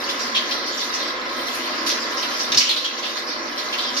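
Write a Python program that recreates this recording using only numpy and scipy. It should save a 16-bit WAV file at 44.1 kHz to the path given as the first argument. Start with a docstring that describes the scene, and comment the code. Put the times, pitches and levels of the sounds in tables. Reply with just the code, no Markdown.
"""Shower spray drums steadily on wet hair in a small tiled room and rings the stall's resonances.
Run-off patters on the floor, heavy drops tick, bubbles ring and fine droplets sizzle on the walls.
As hands lift and squeeze the hair, dollops fall and slap the tiles, ringing briefly in the room.
Automatic gain control ducks at the biggest splash and recovers slowly."""
import sys
import numpy as np
from scipy import signal
from scipy.fft import rfft, irfft
from scipy.io import wavfile
from scipy.ndimage import uniform_filter1d

SR = 44100
rng = np.random.default_rng(int(sys.argv[2]) if len(sys.argv) > 2 else 0)


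def file_out(sig):
    """Save sig as 16-bit WAV at sys.argv[1]."""
    # one column per channel
    cols = np.atleast_2d(sig).T
    # limit, then scale
    lim = np.clip(cols, -1, 1)
    pcm = np.round(lim * 32767).astype(np.int16)
    wavfile.write(sys.argv[1], SR, pcm)


N = 4 * SR

# spray spectrum on the head: freq_hz, gain_db
SPRAY_SPECTRUM = [(30, -25), (60, -23.5), (135, -24), (180, -23.5), (225, -8.5), (280, -2), (400, -5),
                  (450, -7.5), (560, -5.5), (770, -5.5), (900, -8), (1020, 1), (1300, -1.5), (1480, -4),
                  (2050, -2), (2350, -8.5), (3200, -19.5), (5500, -13), (8000, -86)]
# spray as the head moves under it: time_s, level_db
SPRAY_ENVELOPE = [(0, -27), (.8, -27), (1.3, -27), (1.9, -26), (2.5, -27), (2.9, -26), (3.4, -25), (4, -27)]
# left/right likeness of the spray: freq_hz, correlation (clipped in use)
SPRAY_CORRELATION = [(60, 4.3), (250, 0.8), (650, 0.78), (1100, -0.13), (2300, 0), (8000, 1)]
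# stall resonances: freq_hz, width_hz, lift_db
STALL_RESONANCES = [(260, 18, 8), (295, 10, 6), (338, 18, 5.5), (396, 16, 3.5), (503, 26, 5), (545, 20, 4),
                    (621, 20, 4.5), (721, 20, 3), (1014, 20, 3), (1070, 20, 2.5), (1287, 18, 3),
                    (1690, 40, 2.5)]
# spectrum of drops on the floor: freq_hz, gain_db
FLOOR_SPECTRUM = [(1200, -37), (2400, -2), (3200, 1), (4000, 3.5), (4900, 4), (5600, 1.5), (6200, -1),
                  (6900, -12), (7900, -22.5), (10000, -61)]
# floor patter: time_s, level_db
PATTER_ENVELOPE = [(0, -31.5), (.3, -29.5), (.65, -33.5), (1, -29.5), (1.22, -34.5), (1.5, -28), (1.8, -29),
                   (2.06, -30.5), (2.3, -29.5), (2.51, -31.5), (2.64, -20), (2.8, -24.5), (2.95, -27),
                   (3.148, -24.5), (3.24, -30), (3.32, -30), (3.45, -32), (3.68, -29.5), (3.85, -27),
                   (4, -24.5)]
# dollops on the tiles: start_s, level_db, centre_hz, width_oct, decay_s, mist_db, hardness
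DOLLOPS = [ (.091, -28.5, 3700, 0.32, 0.009, -47.5, 0.4), (0.194, -31, 6070, 0.25, 0.036, -51, 0.5),
           (.346, -19, 3420, 0.2, 0.022, -63, 0.1), (.510, -25.5, 3900, 0.28, 0.016, -53, 0.5),
           (0.664, -35, 5340, 0.073, 0.011, -50, 0.3), (.773, -29.5, 5440, 0.24, 0.031, -60, 0.3),
           (0.805, -27.5, 4200, 0.15, 0.019, -58, 0.4), (0.94, -28, 5900, 0.2, 0.014, -52, 0.36),
           (1.540, -39, 4500, 0.55, 0.021, -40, 0), (1.864, -25, 5260, 0.32, 0.026, -36.5, 0.7),
           (1.893, -23, 4240, 0.29, 0.017, -64, 0.34), (2.171, -28, 5300, 0.12, 0.026, -67, 0.3),
           (2.225, -27.5, 3500, 0.35, 0.017, -50, 0.34), (2.394, -26, 5570, 0.24, 0.024, -50, 0.38),
           (2.520, -22.5, 3930, 0.42, 0.01, -55, 1), (2.546, -24.5, 4100, 0.4, 0.0037, -58, .6),
           (2.574, -11.5, 5260, 0.3, 0.032, -34, 0.75), (2.606, -19.5, 2530, 0.35, 0.018, -54, 0.64),
           (2.678, -24.5, 3070, 0.26, 0.021, -50, 0.54), (2.692, -15.5, 3850, 0.13, 0.026, -39, 0.6),
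           (2.712, -19.5, 3500, 0.21, 0.0086, -45, 0.9), (2.763, -19.5, 4000, 0.15, 0.025, -43, 0.7),
           (2.847, -20.5, 3380, 0.14, 0.019, -62, 0.7), (3.03, -23, 3400, 0.28, 0.031, -82, 0.4),
           (3.168, -29, 4550, 0.091, 0.012, -53, 0.4), (3.269, -30.5, 5230, 0.075, 0.022, -65, .3),
           (3.577, -29.5, 4930, 0.14, 0.013, -56, 0.3), (3.727, -26, 3040, 0.36, 0.0092, -58, 0.13),
           (3.786, -27, 3560, 0.23, 0.01, -55, 0.7), (3.967, -22.5, 5600, 0.27, 0.031, -48, 0.7)]
# spectrum common to all slaps: freq_hz, gain_db
SLAP_SPECTRUM = [(300, -35), (1500, -0.5), (3000, 3), (4100, 1.5), (4800, 0.5), (5700, 3), (6500, -6),
                 (7200, -7.5), (8000, -19), (12000, -18)]
# spectrum of the finest droplets: freq_hz, gain_db
MIST_SPECTRUM = [(4000, -4), (7900, -7.5), (9000, 1), (11000, 3.5), (13700, 0), (15500, -4.5)]
# large puddle bubbles, tiny trickle bubbles: rate_per_s, low_hz, high_hz, decay_cycles, level_db
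BUBBLE_GROUPS = [(107.4, 1150, 2600, 11.4, -41), (173, 3200, 5400, 37, -41)]
# hand knocks on the hair: start_s, level_db
GRAB_KNOCKS = [(2.503, -39), (2.535, -43), (2.546, -38), (2.561, -35)]
# droplet hiss: time_s, level_db
HISS_ENVELOPE = [(0, -45), (.12, -50), (.36, -50.5), (.52, -46), (.64, -55), (.85, -45.5), (1.05, -49.5),
                 (1.23, -56.5), (1.42, -43.5), (1.68, -48.5), (2.04, -50), (2.29, -43.5), (2.75, -49),
                 (2.92, -50.5), (3.13, -43.5), (3.4, -52.5), (3.6, -46.5), (4, -45.5)]
# stereo lean: freq_hz, left_over_right_db
STEREO_LEAN = [(110, 0), (230, 1.5), (400, 1), (700, -1), (1200, -2), (2300, 0.5), (4300, -2), (6500, -2),
               (8500, 8.5), (12000, 0.5)]


def spray():
    """Thousands of fine jets drum on the hair; the bass is alike at both ears."""
    mid, side = (room(impacts(rate_per_s=7000, spread_db=2.52), wet=0.26)[0] for _ in range(2))
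    hz = bins_hz(mid)
    correlation = np.clip(at_hz(SPRAY_CORRELATION, hz), -0.98, 0.98)
    common = rfft(mid) * np.sqrt(1 + correlation)
    opposed = rfft(side) * np.sqrt(1 - correlation)
    ears = irfft(np.array([common + opposed, common - opposed]), N)
    drumming = unit_rms(equalise(stall(ears), SPRAY_SPECTRUM))
    return drumming * undb(at_samples(SPRAY_ENVELOPE) + wander_db(spread_db=0.5, rate_hz=3.7))


def stall(x):
    """Stall resonances ring on top of x; each swells and fades as the body moves."""
    hz, spectrum, rings = bins_hz(x), rfft(x), 0
    for mode_hz, width_hz, lift_db in STALL_RESONANCES:
        ring = irfft(spectrum / (1 + 2j * (hz - mode_hz) / width_hz), N)
        rings += ring * (undb(lift_db) - 1) * undb(wander_db(spread_db=2.5, rate_hz=4))
    return x + rings


def patter():
    """Run-off hits the floor in uneven trickles, each with its own pitch."""
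    spectrum = 0
    for centre_hz in np.geomspace(2200, 7800, num=13):
        hits = impacts(rate_per_s=320, spread_db=1.04) * undb(wander_db(spread_db=5, rate_hz=8.6))
        spectrum += rfft(hits) * bell(bins_hz(hits), centre_hz, width_oct=0.081)
    trickles = unit_rms(equalise(room(irfft(spectrum, N), wet=0.83), FLOOR_SPECTRUM))
    return trickles * undb(at_samples(PATTER_ENVELOPE) + wander_db(spread_db=1.5, rate_hz=25))


def splashes():
    """Compact dollops crack on the tile, loose ones swell; droplets and a finer mist follow."""
    crack_db, skirt_db, swell_s, onset_s = 15, -14, 0.016, 0.079
    mist_rise_s, mist_decay_s = 0.0027, 0.03
    out, t = np.zeros((2, N)), np.arange(SR // 2) / SR
    end_fade = 1 - (t / t[-1]) ** 2

    def burst(envelope, spectrum, crack=0):
        droplets = impacts(rate_per_s=5000, spread_db=1, samples=len(t)) * envelope
        return equalise(room(droplets + crack, wet=0.8), spectrum)

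    def unit_onset(x):
        return x / np.sqrt(np.mean(x[:, t < onset_s] ** 2))

    for start_s, level_db, centre_hz, width_oct, decay_s, mist_db, hardness in DOLLOPS:
        envelope = np.exp(-t / decay_s) * (1 - (1 - hardness) * np.exp(-t / swell_s))
        crack = hardness * undb(crack_db) * (t == 0)
        band = bell(bins_hz(t), centre_hz, width_oct) + undb(skirt_db)
        slap = filtered(burst(envelope, SLAP_SPECTRUM, crack), band)
        mist = burst((1 - np.exp(-t / mist_rise_s)) * np.exp(-t / mist_decay_s), MIST_SPECTRUM)
        splash = unit_onset(slap) * undb(level_db) + unit_onset(mist) * undb(mist_db)
        add(out, splash * end_fade, start_s)
    return out


def drips(rate_per_s=38, level_db=-37.5, scatter_db=10, low_hz=2750, high_hz=5760, decay_cycles=7):
    """Heavy drops leave the hair ends and tick on the tiles, each with its own pitch and size."""
    ticks, t = np.zeros(N), np.arange(SR // 50) / SR
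    for when, pitch, smallness in rng.random((int(rate_per_s * N / SR), 3)):
        hz = low_hz * (high_hz / low_hz) ** pitch
        tick = np.exp(-t * hz / decay_cycles) * np.sin(2 * np.pi * hz * t)
        add(ticks, tick * undb(-scatter_db * smallness), when * N / SR)
    return unit_rms(equalise(room(ticks, wet=0.66), FLOOR_SPECTRUM)) * undb(level_db)


def bubbles(glide=0.0595):
    """Bubbles ring with slightly rising pitch in the water on the floor."""
    out, t = 0, np.arange(SR // 20) / SR
    for rate_per_s, low_hz, high_hz, decay_cycles, level_db in BUBBLE_GROUPS:
        rings = np.zeros(N)
        for when, pitch, size in rng.random((int(rate_per_s * N / SR), 3)):
            hz = low_hz * (high_hz / low_hz) ** pitch
            age = t * hz / decay_cycles
            phase_rad = 2 * np.pi * hz * t * (1 + glide * np.tanh(age / 2))
            add(rings, size ** 2 * np.exp(-age) * np.sin(phase_rad), when * N / SR)
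        out += unit_rms(room(rings, wet=0.61)) * undb(level_db)
    return out


def grab(t60_s=0.11):
    """A rough run of dull knocks as the hand closes on heavy wet hair."""
    out, t = np.zeros(N), np.arange(SR // 4) / SR
    band = bell(bins_hz(t), centre_hz=170, width_oct=0.57)
    for start_s, level_db in GRAB_KNOCKS:
        knock = unit_rms(filtered(rng.standard_normal(len(t)), band))
        add(out, knock * undb(level_db - 60 * t / t60_s), start_s)
    return out


def hiss():
    """The finest droplets rebound from the hair and sizzle on the walls."""
    droplets = room(impacts(rate_per_s=3000, spread_db=6.2), wet=0.83)
    return unit_rms(equalise(droplets, MIST_SPECTRUM)) * undb(at_samples(HISS_ENVELOPE))


def room(x, wet, t60_s=0.45, gap_s=0.0016, early_decay_s=0.009, early_db=8):
    """Direct sound, early reflections and tail off the tiles, per ear; wet is the echo's energy share."""
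    t = np.arange(SR // 2) / SR
    decay = undb(-60 * t / t60_s) + undb(early_db) * np.exp(-t / early_decay_s)
    tail = rng.standard_normal((2, len(t))) * decay * (t > gap_s)
    response = tail * np.sqrt(wet / np.sum(tail ** 2, axis=1, keepdims=True))
    for ear in response:
        direct_delay_samples = rng.integers(24)
        ear[direct_delay_samples] += np.sqrt(1 - wet)
    return signal.fftconvolve(x[None], response, axes=1)[:, :len(x)]


def impacts(rate_per_s, spread_db, samples=N):
    """Random drop impulses, many small and a few large."""
    hits = rng.random(samples) < rate_per_s / SR
    signs = rng.choice([-1, 1], samples)
    return hits * signs * undb(spread_db * np.minimum(rng.exponential(size=samples), 5))


def wander_db(spread_db, rate_hz):
    """Smooth random level drift, spread_db rms."""
    noise = rng.standard_normal(N)
    return spread_db * unit_rms(filtered(noise, np.exp(-(bins_hz(noise) / rate_hz) ** 2)))


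def undb(db):
    """Decibels to gain."""
    return 10 ** (np.asarray(db) / 20)


def unit_rms(x):
    """Scale to rms 1."""
    return x / np.sqrt(np.mean(x ** 2) + 1e-18)


def bins_hz(x):
    """FFT bin frequencies, floored at 1 Hz."""
    return np.maximum(np.fft.rfftfreq(x.shape[-1], 1 / SR), 1)


def at_hz(points, hz):
    """Interpolate (freq_hz, value) points on a log axis."""
    freqs_hz, values = np.array(points, float).T
    return np.interp(np.log(hz), np.log(freqs_hz), values)


def at_samples(points):
    """Interpolate (time_s, value) points at every sample."""
    return np.interp(np.arange(N) / SR, *np.array(points).T)


def bell(hz, centre_hz, width_oct):
    """Gaussian band on a log axis."""
    return np.exp(-(np.log2(hz / centre_hz) / (2 * width_oct)) ** 2)


def filtered(x, gain):
    """Apply one gain per FFT bin."""
    return irfft(rfft(x) * gain, x.shape[-1])


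def equalise(x, points):
    """Filter by (freq_hz, gain_db) points."""
    return filtered(x, undb(at_hz(points, bins_hz(x))))


def add(out, x, start_s):
    """Mix x into out at start_s."""
    first = int(start_s * SR)
    count = min(x.shape[-1], N - first)
    out[..., first:first + count] += x[..., :count]


def scene():
    """All sources, leaning left or right by frequency."""
    mix = spray() + patter() + splashes() + drips() + bubbles() + grab() + hiss()
    lean_db = at_hz(STEREO_LEAN, bins_hz(mix))
    return filtered(mix, undb([lean_db / 2, -lean_db / 2]))


def record(dry):
    """Gain control ducks fast above a threshold and releases slowly; then clip and low-pass."""
    threshold_db, slope, attack_s, release_s, cutoff_hz = -20.5, 0.8, 0.07, 0.87, 15100
    hop = SR // 1000
    power = uniform_filter1d(np.mean(dry ** 2, axis=0), SR // 100)[::hop]
    level_db = 10 * np.log10(power + 1e-12)
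    duck_db, ducks_db = 0, []
    for target_db in np.maximum(level_db - threshold_db, 0) * slope:
        lag_s = attack_s if target_db > duck_db else release_s
        duck_db += (target_db - duck_db) * hop / SR / lag_s
        ducks_db.append(duck_db)
    gain = undb(-np.interp(np.arange(N) / hop, np.arange(len(ducks_db)), ducks_db))
    lowpass = signal.ellip(8, 0.2, 70, cutoff_hz, fs=SR, output="sos")
    return signal.sosfilt(lowpass, np.clip(dry * gain, -1, 1))


dry = scene()
out = record(dry)
file_out(out)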